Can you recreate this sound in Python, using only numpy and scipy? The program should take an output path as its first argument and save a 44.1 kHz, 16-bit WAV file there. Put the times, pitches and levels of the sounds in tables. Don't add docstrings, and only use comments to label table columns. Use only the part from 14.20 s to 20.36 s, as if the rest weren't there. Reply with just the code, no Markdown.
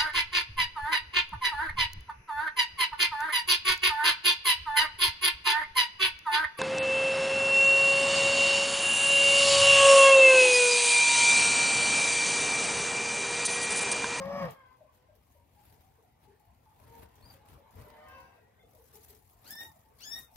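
import sys
import numpy as np
from scipy import signal
from scipy.fft import rfft, irfft
from scipy.io import wavfile
from scipy.ndimage import uniform_filter1d, minimum_filter1d

SR = 44100
rng = np.random.default_rng(int(sys.argv[2]) if len(sys.argv) > 2 else 0)


def to_wav(sig):
    pcm = np.clip(np.atleast_2d(sig), -1, 1) * 32767
    pcm = np.round(pcm).astype(np.int16)
    wavfile.write(sys.argv[1], SR, pcm.T)


def invert_db(level):
    return 10 ** (np.asarray(level, dtype=float) / 20)


N = 271634
T = np.arange(N) / SR


def evened(x):
    return x / np.sqrt(np.mean(x ** 2) + 1e-20)


def read(points, hz):
    f, value = np.transpose(points)
    return np.interp(np.log(hz + 1), np.log(f + 1), value)


def columns(rows, edge=0.0053):
    s, *rest = np.transpose(rows)
    opening = np.clip((T - s[0]) / edge + (s[0] <= 0), 0, 1)
    closing = np.clip((s[-1] - T) / edge + (s[-1] >= T[-1]), 0, 1)
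    return [opening * closing] + [np.interp(T, s, c) for c in rest]


def drift(hz):
    lowpass = signal.butter(2, hz, fs=SR, output="sos")
    return evened(signal.sosfilt(lowpass, rng.standard_normal(N)))


def resonate(x, hz, width):
    turn = np.exp(2j * np.pi * np.cumsum(hz * np.ones(len(x))) / SR)
    r = np.exp(-np.pi * width / SR)
    return 2 * (turn * signal.lfilter([1 - r], [1, -r], x / turn)).real


def partials(hz, levels_db, jitter, flutter_db, flutter_hz):
    phase = 2 * np.pi * np.cumsum(hz * (1 + jitter * drift(187))) / SR
    rows = []
    for k, db in levels_db:
        rows.append(np.sqrt(2) * invert_db(db + flutter_db * drift(flutter_hz)) * np.exp(1j * k * phase))
    return np.array(rows)


# f/Hz, correlation
LIKENESS = [(60, 0.99), (180, 0.85), (550, 0.41), (1650, -0.61), (4970, 0.026), (15000, 0.13)]


def noise(spectrum, patchy_db, size=512):
    hop, hz = size // 4, np.fft.rfftfreq(size, 1 / SR)
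    a, b, c, d, patches = rng.standard_normal((N // hop + 5, len(hz), 5)).T
    patches = uniform_filter1d(patches, size=5, axis=0)
    patches = evened(uniform_filter1d(patches, size=12, axis=1))
    same = np.clip(read(LIKENESS, hz), -1, 1)[:, None]
    left, own = a + 1j * b, c + 1j * d
    late = np.exp(-2j * np.pi * hz * 0.00023)[:, None]
    z = np.array([left, same * late * left + np.sqrt(1 - same ** 2) * own])
    inside = (hz >= spectrum[0][0]) & (hz <= spectrum[-1][0])
    colour_db = read(spectrum, hz) - 40 * ~inside
    z *= invert_db(colour_db[:, None] + patchy_db * patches)
    return evened(signal.istft(z, nperseg=size, noverlap=size - hop)[1][:, :N])


def space(x, decays, count):
    taps = np.zeros((2, SR // 2))
    at = np.arange(count, SR // 2 - 20, 20)
    at = at + rng.integers(0, 20, (2, len(at)))
    np.put_along_axis(taps, at, rng.choice([-1., 1.], at.shape), axis=1)
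    hz, t, z = signal.stft(taps, SR, nperseg=256)
    decay = invert_db(-60 * t / read(decays, hz)[:, None])
    tail = signal.istft(z * decay, SR, nperseg=256)[1]
    return signal.fftconvolve(x[None], tail / np.linalg.norm(tail[0]), axes=1)[:, :N]


def placed(x, left_db, count):
    return np.array([np.roll(x, count) * invert_db(left_db / 2), x * invert_db(-left_db / 2)])


# t/s, level/dB
GUSTS = [(0.0, -54), (0.12, -58.5), (0.29, -54.5), (0.38, -73), (0.41, -67), (0.58, -73.5), (1.03, -65.5),
         (1.08, -70), (1.11, -61.5), (1.17, -70), (1.25, -66), (1.29, -70), (1.51, -62.5), (2.01, -70.5),
         (2.06, -64), (2.16, -70), (2.57, -65.5), (2.69, -56.5), (2.76, -65), (2.8, -56), (2.83, -55.5),
         (2.93, -68), (3.07, -55.5), (3.26, -68), (3.33, -54), (3.36, -54.5), (3.41, -68), (3.5, -70),
         (3.55, -56), (3.6, -50.5), (3.77, -68.5), (3.88, -62.5), (4.03, -64), (4.08, -70.5), (4.7, -65.5),
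         (4.74, -70), (4.8, -63), (5.35, -70.5), (5.49, -60), (5.54, -72), (5.87, -68), (6.04, -61),
         (6.07, -70), (6.16, -81)]
# f/Hz, level/dB
WIND = [(15, -31), (25, -34.5), (51, 7.5), (75, 7), (166, -15.5), (202, -9.5), (237, -12), (400, -19.5),
        (520, -50), (880, -120)]
# t/s, level/dB
MURMUR = [(0.36, -67), (0.67, -71.5), (0.99, -75), (2.51, -72), (2.65, -64), (2.93, -66.5), (3.64, -61),
          (3.77, -57), (3.9, -68), (4.12, -66), (4.41, -66.5), (4.79, -75), (5.04, -72), (6.16, -64)]
# f/Hz, level/dB
FLOCK = [(120, -23), (200, -7.5), (329, -16.5), (452, -2.5), (567, -7.5), (728, -3.5), (853, -4),
         (1200, -8.5), (1300, -13.5), (3000, -26), (3900, -28), (6600, -120)]
# f/Hz, level/dB
HISS = [(15, -40), (25, 2.5), (59, -9), (86, -1), (199, -12.5), (555, -23), (635, -13.5), (878, -12),
        (1350, -42), (1970, -21.5), (6450, -33.5), (12000, -34.5), (15700, -48.5)]


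def air():
    rumble = invert_db(columns(GUSTS)[1]) * noise(WIND, patchy_db=1.5, size=1024)
    murmur = invert_db(columns(MURMUR)[1]) * noise(FLOCK, patchy_db=5, size=1024)
    return rumble + murmur + invert_db(-72) * noise(HISS, patchy_db=2.3, size=1024)


# t/s, level/dB, extra level of the dull part/dB
STROKES = [(0.0, -68, 18), (0.01, -72.5, 18), (0.24, -68, 17), (0.29, -75.5, 20), (0.31, -63.5, 9.5),
           (0.38, -85, 15), (0.7, -86.5, 7), (0.75, -71.5, 2), (0.84, -87.5, 12), (1.15, -74.5, -0.5),
           (1.23, -82.5, 3), (1.47, -70, 4), (1.99, -86, 3), (2.04, -72, 9), (2.07, -83, 8.5),
           (2.4, -82, 2.5), (2.81, -66.5, 6.5), (2.83, -62, 7), (2.88, -80, 8.5), (3.14, -66.5, 5),
           (3.23, -84, 11), (3.31, -67.5, 7), (3.46, -82.5, 4.5), (3.6, -66.5, 7), (3.74, -77, 11),
           (4.0, -75, 14), (4.32, -85, 2), (4.68, -68, -3.5), (4.72, -72.5, 5.5), (4.75, -60, -5),
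           (4.8, -65.5, -1.5), (4.85, -60, -6.5), (4.87, -69.5, 2.5), (4.91, -55.5, -8.5),
           (4.92, -65.5, 4.5), (5.03, -76.5, -2), (5.13, -68.5, -18), (5.16, -76.5, -8), (5.25, -67, 5.5),
           (5.32, -56, -3), (5.37, -59, -3), (5.44, -54, 2), (5.54, -72.5, -7.5), (5.73, -79, -24),
           (5.81, -65, -0.5), (6.0, -53, -3), (6.11, -79.5, -39), (6.16, -63, -8)]
# t/s, peak level/dB
SNAPS = [(0.3084, -41.5), (0.3916, -64), (0.5672, -63), (0.7338, -72), (0.9528, -57), (1.8255, -58),
         (2.0374, -66.5), (2.198, -58), (2.7857, -75), (2.8181, -67), (2.9548, -51), (3.1309, -65.5),
         (3.2541, -62), (3.302, -70), (3.508, -55), (3.555, -53), (3.5983, -65), (3.6831, -53),
         (3.885, -50.5), (4.0019, -51), (4.5087, -55), (4.55, -52), (4.6045, -68), (4.6384, -67),
         (4.7322, -71), (4.7612, -57), (4.8425, -53), (4.8856, -47), (4.949, -47), (4.9892, -59),
         (5.0246, -58), (5.0979, -53), (5.2171, -67), (5.2461, -54), (5.277, -40), (5.3069, -31.5),
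         (5.3718, -53), (5.405, -40), (5.43, -44), (5.787, -51), (5.82, -44), (5.8552, -42), (5.9889, -35),
         (6.1155, -55)]
# f/Hz, level/dB
STRAW = [(880, -43), (1500, -36), (1940, -19), (2840, -17), (3850, -11), (6880, -8), (8290, -10),
         (12500, -2), (15700, -4.5)]
# f/Hz, level/dB
DULL = [(120, -28.5), (200, 4), (403, -10.5), (923, -0.5), (1020, -12.5), (1770, -9.5), (4680, -17.5),
        (9000, -35.5), (11700, -42), (19800, -120)]


def rustle():
    gate, level_db, dull_db = columns(STROKES)
    grains = invert_db(3.9 * np.minimum(rng.exponential(1, N), 3)) * (rng.random(N) < 60 / SR)
    grain_power = signal.oaconvolve(grains ** 2, invert_db(-120 * T[:900] / 0.059))[:N]
    flicker = invert_db(1.6 * drift(70)) * np.sqrt(1 + 0.32 * grain_power)
    snap_power = np.zeros(N)
    for s, db in SNAPS:
        after = np.maximum(T - s, 0)
        crack, settling = invert_db(-120 * after / 0.01), 0.2 * invert_db(-120 * after / 0.15)
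        snap_power += (T >= s) * invert_db(2 * (db - 7)) * (crack + settling)
    bright_level = np.sqrt((invert_db(level_db + 0.73) * flicker) ** 2 + snap_power)
    bright = bright_level * noise(STRAW, patchy_db=3.1, size=256)
    return bright + invert_db(level_db + dull_db - 3) * flicker * noise(DULL, patchy_db=1.5)


# t/s, f/Hz, level of partials 1, 2, 3/dB
HONKS = [
    [(0.33, 529.4, -56, -67, -72), (0.36, 542.7, -68, -69, -69), (0.452, 509, -72.5, -64, -74),
     (0.584, 520, -84, -79.5, -87), (0.824, 502, -85, -83, -91), (0.92, 544, -84, -86, -77)],
    [(2.64, 463, -74, -70, -94), (2.76, 461.4, -65.5, -63, -91), (2.9, 463.4, -79, -91, -92)],
    [(3.64, 595.0, -36.5, -81, -82), (3.68, 596.9, -72.5, -102, -84), (3.864, 612, -64.5, -62, -65),
     (3.98, 574, -81, -78, -86)],
    [(3.68, 721, -78, -95, -93), (3.826, 749.3, -63, -76, -75), (4.06, 746.8, -75.5, -72, -81),
     (4.12, 775, -65, -91, -88)],
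    [(3.66, 479.6, -70, -73, -90), (3.788, 447.9, -76, -67, -85), (3.892, 493, -74, -79, -81),
     (4.014, 481.6, -71.5, -68, -90), (4.3, 479, -85, -92, -86.5)],
    [(3.52, 992, -69, -98, -90), (3.556, 987, -72, -83, -99), (3.876, 1029, -73, -70.5, -78),
     (4.0, 1029, -55.5, -97, -85)],
    [(3.82, 542.6, -68, -69, -104), (3.884, 529, -82, -68, -71), (3.95, 535, -65, -58, -65.5),
     (4.2, 531, -96, -91, -86.5)],
    [(.14, 1637, -95, -65.5, -99), (.31, 1620, -95, -76, -99), (.6, 1630, -89, -100, -99)],
]
# multiple, level against the third/dB
HONK_UPPER = [
    [(4, -6.5), (5, -14)],
    [(4, 3)],
    [(5, -17)],
    [(4, -12)],
    [(4, 7.5)],
    [],
    [(4, -10), (5, -2), (7, -19), (9, -14), (11, -16)],
    [],
]


def honks():
    out = np.zeros(N)
    for rows, upper in zip(HONKS, HONK_UPPER):
        gate, hz, *db = columns(rows, edge=0.043)
        levels = [*enumerate(db, 1)] + [(k, db[2] + under_db) for k, under_db in upper]
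        tones = partials(hz, levels, jitter=.016, flutter_db=3, flutter_hz=25)
        out += gate * tones.real.sum(axis=0)
    return out


# t/s, f/Hz, level/dB, length/s
CLUCKS = [(0.607, 620, -58, 0.026), (0.887, 615.5, -63.5, 0.029), (1.149, 590, -67.5, 0.027),
          (1.16, 948, -74.5, 0.046), (1.36, 838, -67.5, 0.051), (1.51, 430, -74.5, 0.035),
          (1.499, 926, -76, 0.048), (1.621, 768, -72.5, 0.061), (1.783, 459, -68.5, 0.022),
          (1.833, 740, -70.5, 0.028), (2.074, 409, -65, 0.047), (2.05, 854, -68, 0.048),
          (2.2, 847, -68, 0.023), (2.248, 691, -73, 0.049), (2.461, 878, -66, 0.041),
          (2.596, 620, -73, 0.023), (3.14, 546, -65.5, 0.024), (3.2, 852, -69.5, 0.076),
          (3.377, 576, -65, 0.028), (3.423, 891, -72, .08), (4.392, 2080, -68, 0.011),
          (4.396, 3540, -76.5, 0.033), (4.435, 473, -65.5, 0.018), (4.58, 476, -64.5, 0.044),
          (4.736, 427, -65, 0.055), (4.74, 850, -71, 0.05), (4.896, 420, -65.5, 0.056),
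          (5.432, 886, -63.5, 0.067), (5.642, 880, -71, 0.059), (6.08, 880, -72, .07)]


def clucks():
    out = np.zeros(N)
    for s, hz, db, length in CLUCKS:
        t = np.arange(0, length, 1 / SR)
        swell = np.sin(np.pi * t / length) ** 0.27
        phase = 2 * np.pi * hz * t + 1.01 * np.sin(2 * np.pi * 25 * t)
        hoot = invert_db(db + 4.5) * swell * np.sin(phase)
        start = round(s * SR)
        out[start:][:len(t)] += hoot[:N - start]
    return out + 0.61 * np.roll(out, round(0.035 * SR))


# t/s, f/Hz, level/dB, octave level/dB
CHIRP = [
    (3.02, 4350, -71, -95),
    (3.045, 4500, -72, -78),
    (3.058, 4820, -65.5, -80),
    (3.09, 4770, -69, -74),
    (3.12, 4570, -63, -95),
    (3.145, 4560, -84, -99),
    (3.18, 4510, -85, -99),
]


def sparrow():
    gate, hz, *db = columns(CHIRP)
    tones = partials(hz, enumerate(db, 1), jitter=0.021, flutter_db=5.0, flutter_hz=80)
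    return gate * tones.real.sum(axis=0)


# t/s, f/Hz, level of partials 1 to 4/dB
SQUEALS = [
    [(5.24, 1150, -72, -78, -72, -73), (5.268, 1480, -71, -71, -64.5, -75), (5.298, 1642, -59, -72, -64, -82), (5.315, 1734, -53, -57, -60.5, -86), (5.34, 1785, -56, -62, -54, -80)] + [(5.36, 1784, -56, -63, -55, -88), (5.41, 1850, -44.5, -49.5, -53, -89), (5.47, 1868, -61.5, -65.5, -73, -83), (5.52, 1832, -71, -80, -106, -94)],
    [(5.785, 1061, -75, -83, -82, -70), (5.82, 1400, -72, -59, -58.5, -62.5), (5.855, 1700, -61, -57.5, -56.5, -54.5), (5.88, 1723, -59.5, -57, -51, -57)] + [(5.905, 1793, -61, -69, -53, -60), (5.931, 1807, -58.5, -49.5, -40, -67), (5.973, 1875, -50, -50.5, -60, -84), (6.1, 1832, -89, -82, -105, -112)],
]
SQUEAL_LEAN = [-7.5, 7, 5, 8, -5, 0]


def squeals():
    out = np.zeros((2, N))
    lean = invert_db(np.array(SQUEAL_LEAN) / 2)[:, None]
    for rows in SQUEALS:
        gate, hz, *db = columns(rows)
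        climb = np.clip(uniform_filter1d(np.gradient(hz) * SR, size=800) / 9000, 0, 1)
        fuzzy_hz = hz * (1 + 0.052 * climb * drift(377))
        levels = [*enumerate(db, 1), (5, db[3] - 35), (6, db[2] - 19)]
        tones = partials(fuzzy_hz, levels, jitter=0.0031, flutter_db=1.5, flutter_hz=70.5)
        for side, weight in enumerate([lean, 1 / lean]):
            scatter = np.array([invert_db(1.8 * drift(43)) * np.exp(.9j * drift(13.6)) for _ in levels])
            out[side] += gate * (weight * scatter * tones).real.sum(axis=0)
    return out


# t/s, f/Hz, level/dB, octave level/dB, hoarse noise level/dB
CALL = [
    (0, 537, -43, -56, -47),
    (.022, 538.2, -39.5, -44.5, -52.5),
    (.06, 549.2, -44, -53.5, -49),
    (.11, 568, -42.5, -51, -48),
    (.178, 566.6, -42, -44.5, -45),
    (.232, 547.7, -38, -43, -45),
    (.268, 508, -40.5, -56, -44.5),
    (.29, 469, -53, -70, -48),
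    (.31, 440, -58, -81, -64),
    (.34, 436, -70, -80, -70),
]
# t/s, f/Hz, level/dB
GROWL = [(0, 197.5, -42), (.035, 192.3, -52), (.065, 196.8, -43.5), (.115, 184, -59), (.14, 182.8, -43),
         (.19, 194.4, -45), (.22, 183.6, -40.5), (.265, 164.3, -41), (.285, 141.5, -43.5), (.31, 135, -55),
         (.335, 155, -57), (.36, 150, -74)]
# multiple, level against the octave/dB
OVERTONES = [(3, -11), (4, -12.5), (5, -20.5), (6, -29), (9, -19), (10, -25), (11, -26)]
# f/Hz, width/Hz, level/dB
THROAT = [(620, 255, 1.5), (880, 250, -5), (1150, 180, -1), (1850, 200, -7.5), (2350, 260, -15.5),
          (3170, 500, -31), (5200, 500, -21.5)]


def goose():
    gate, hz, first_db, octave_db, hoarse_db = columns(CALL)
    low_gate, low_hz, low_db = columns(GROWL)
    turns = np.cumsum(low_hz * (1 + .1 * drift(60))) / SR
    shake = np.sin(2 * np.pi * turns)
    low = np.sqrt(2) * invert_db(low_db + 2.8 * drift(32)) * shake
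    levels = [(1, first_db), (2, octave_db)] + [(k, octave_db + db) for k, db in OVERTONES]
    upper = partials(hz, levels, jitter=0.0027, flutter_db=1.2, flutter_hz=41.3).real
    upper = upper[0] + upper[1:].sum(axis=0) * (1 + 0.36 * shake)
    puffs = (0.47 + np.exp(-(turns % 1) / 0.51)) * rng.standard_normal(N)
    hoarse = np.zeros(N)
    for k, (f, width, db) in enumerate(THROAT):
        formant = resonate(resonate(puffs, f, width), f, width)
        hoarse += (-1) ** k * invert_db(db) * evened(formant)
    return gate * (upper + invert_db(hoarse_db + 3.0) * evened(hoarse)) + low_gate * low


# f/Hz, t60/s
YARD = [(300, 0.32), (1000, 0.32), (5000, 0.25)]
# f/Hz, t60/s
SHED = [(200, 0.1), (1000, 0.36), (6000, 0.088)]
# f/Hz, t60/s
TIN = [(1000, .13), (8000, .09)]


def scene():
    call, squeal, far, hoots, chirp = goose(), squeals(), honks(), clucks(), sparrow()
    near = placed(call, left_db=0.5, count=-5) + invert_db(-11.5) * space(call, SHED, count=200)
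    near += squeal + invert_db(-7) * space(squeal[0], TIN, count=300)
    near += placed(chirp, left_db=1.5, count=-1) + invert_db(-7) * space(chirp, TIN, count=200)
    away = placed(far + hoots, left_db=2.5, count=-4)
    away += invert_db(-0.5) * space(far, YARD, count=400) + invert_db(-6.5) * space(hoots, YARD, count=400)
    return near + away + rustle() + air()


# f/Hz, left over right level/dB
PORTS = [(60, 5.5), (150, 1), (380, 4), (950, 0.5), (2380, 1), (5980, 3.5), (15000, 4)]


def microphones(mix):
    hz = np.fft.rfftfreq(N, 1 / SR)
    lean_db = read(PORTS, hz) / 2
    bass = 1 / np.sqrt(1 + (50 / (hz + 1)) ** 8)
    return irfft(rfft(mix) * bass * invert_db(np.array([lean_db, -lean_db])), N)


def masked(x, low_db, high_db):
    frame = dict(nperseg=2048, noverlap=1024, window="cosine")
    hz, t, z = signal.stft(x, SR, **frame)
    bands = z[:, :1024].reshape(2, 64, 16, -1)
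    peak_db = 20 * np.log10(abs(bands).max(axis=2) + 1e-9)
    near_db = -minimum_filter1d(-peak_db, size=4, axis=1)
    limits_db = [99, low_db, low_db - 6, high_db, 99]
    under_db = np.interp(np.arange(64), [0, 6, 12, 24, 30], limits_db)[:, None]
    heard = (peak_db > near_db - under_db)[:, :, None]
    z = np.concatenate([(bands * heard).reshape(2, 1024, -1), z[:, 1024:]], axis=1)
    return signal.istft(z, SR, **frame)[1][:, :N]


def top_cut(x):
    return signal.sosfilt(signal.butter(12, 15850, fs=SR, output="sos"), x)


def record(dry):
    mix = masked(microphones(dry), low_db=23, high_db=11)
    return top_cut(mix)


dry = scene()
out = record(dry)
to_wav(out)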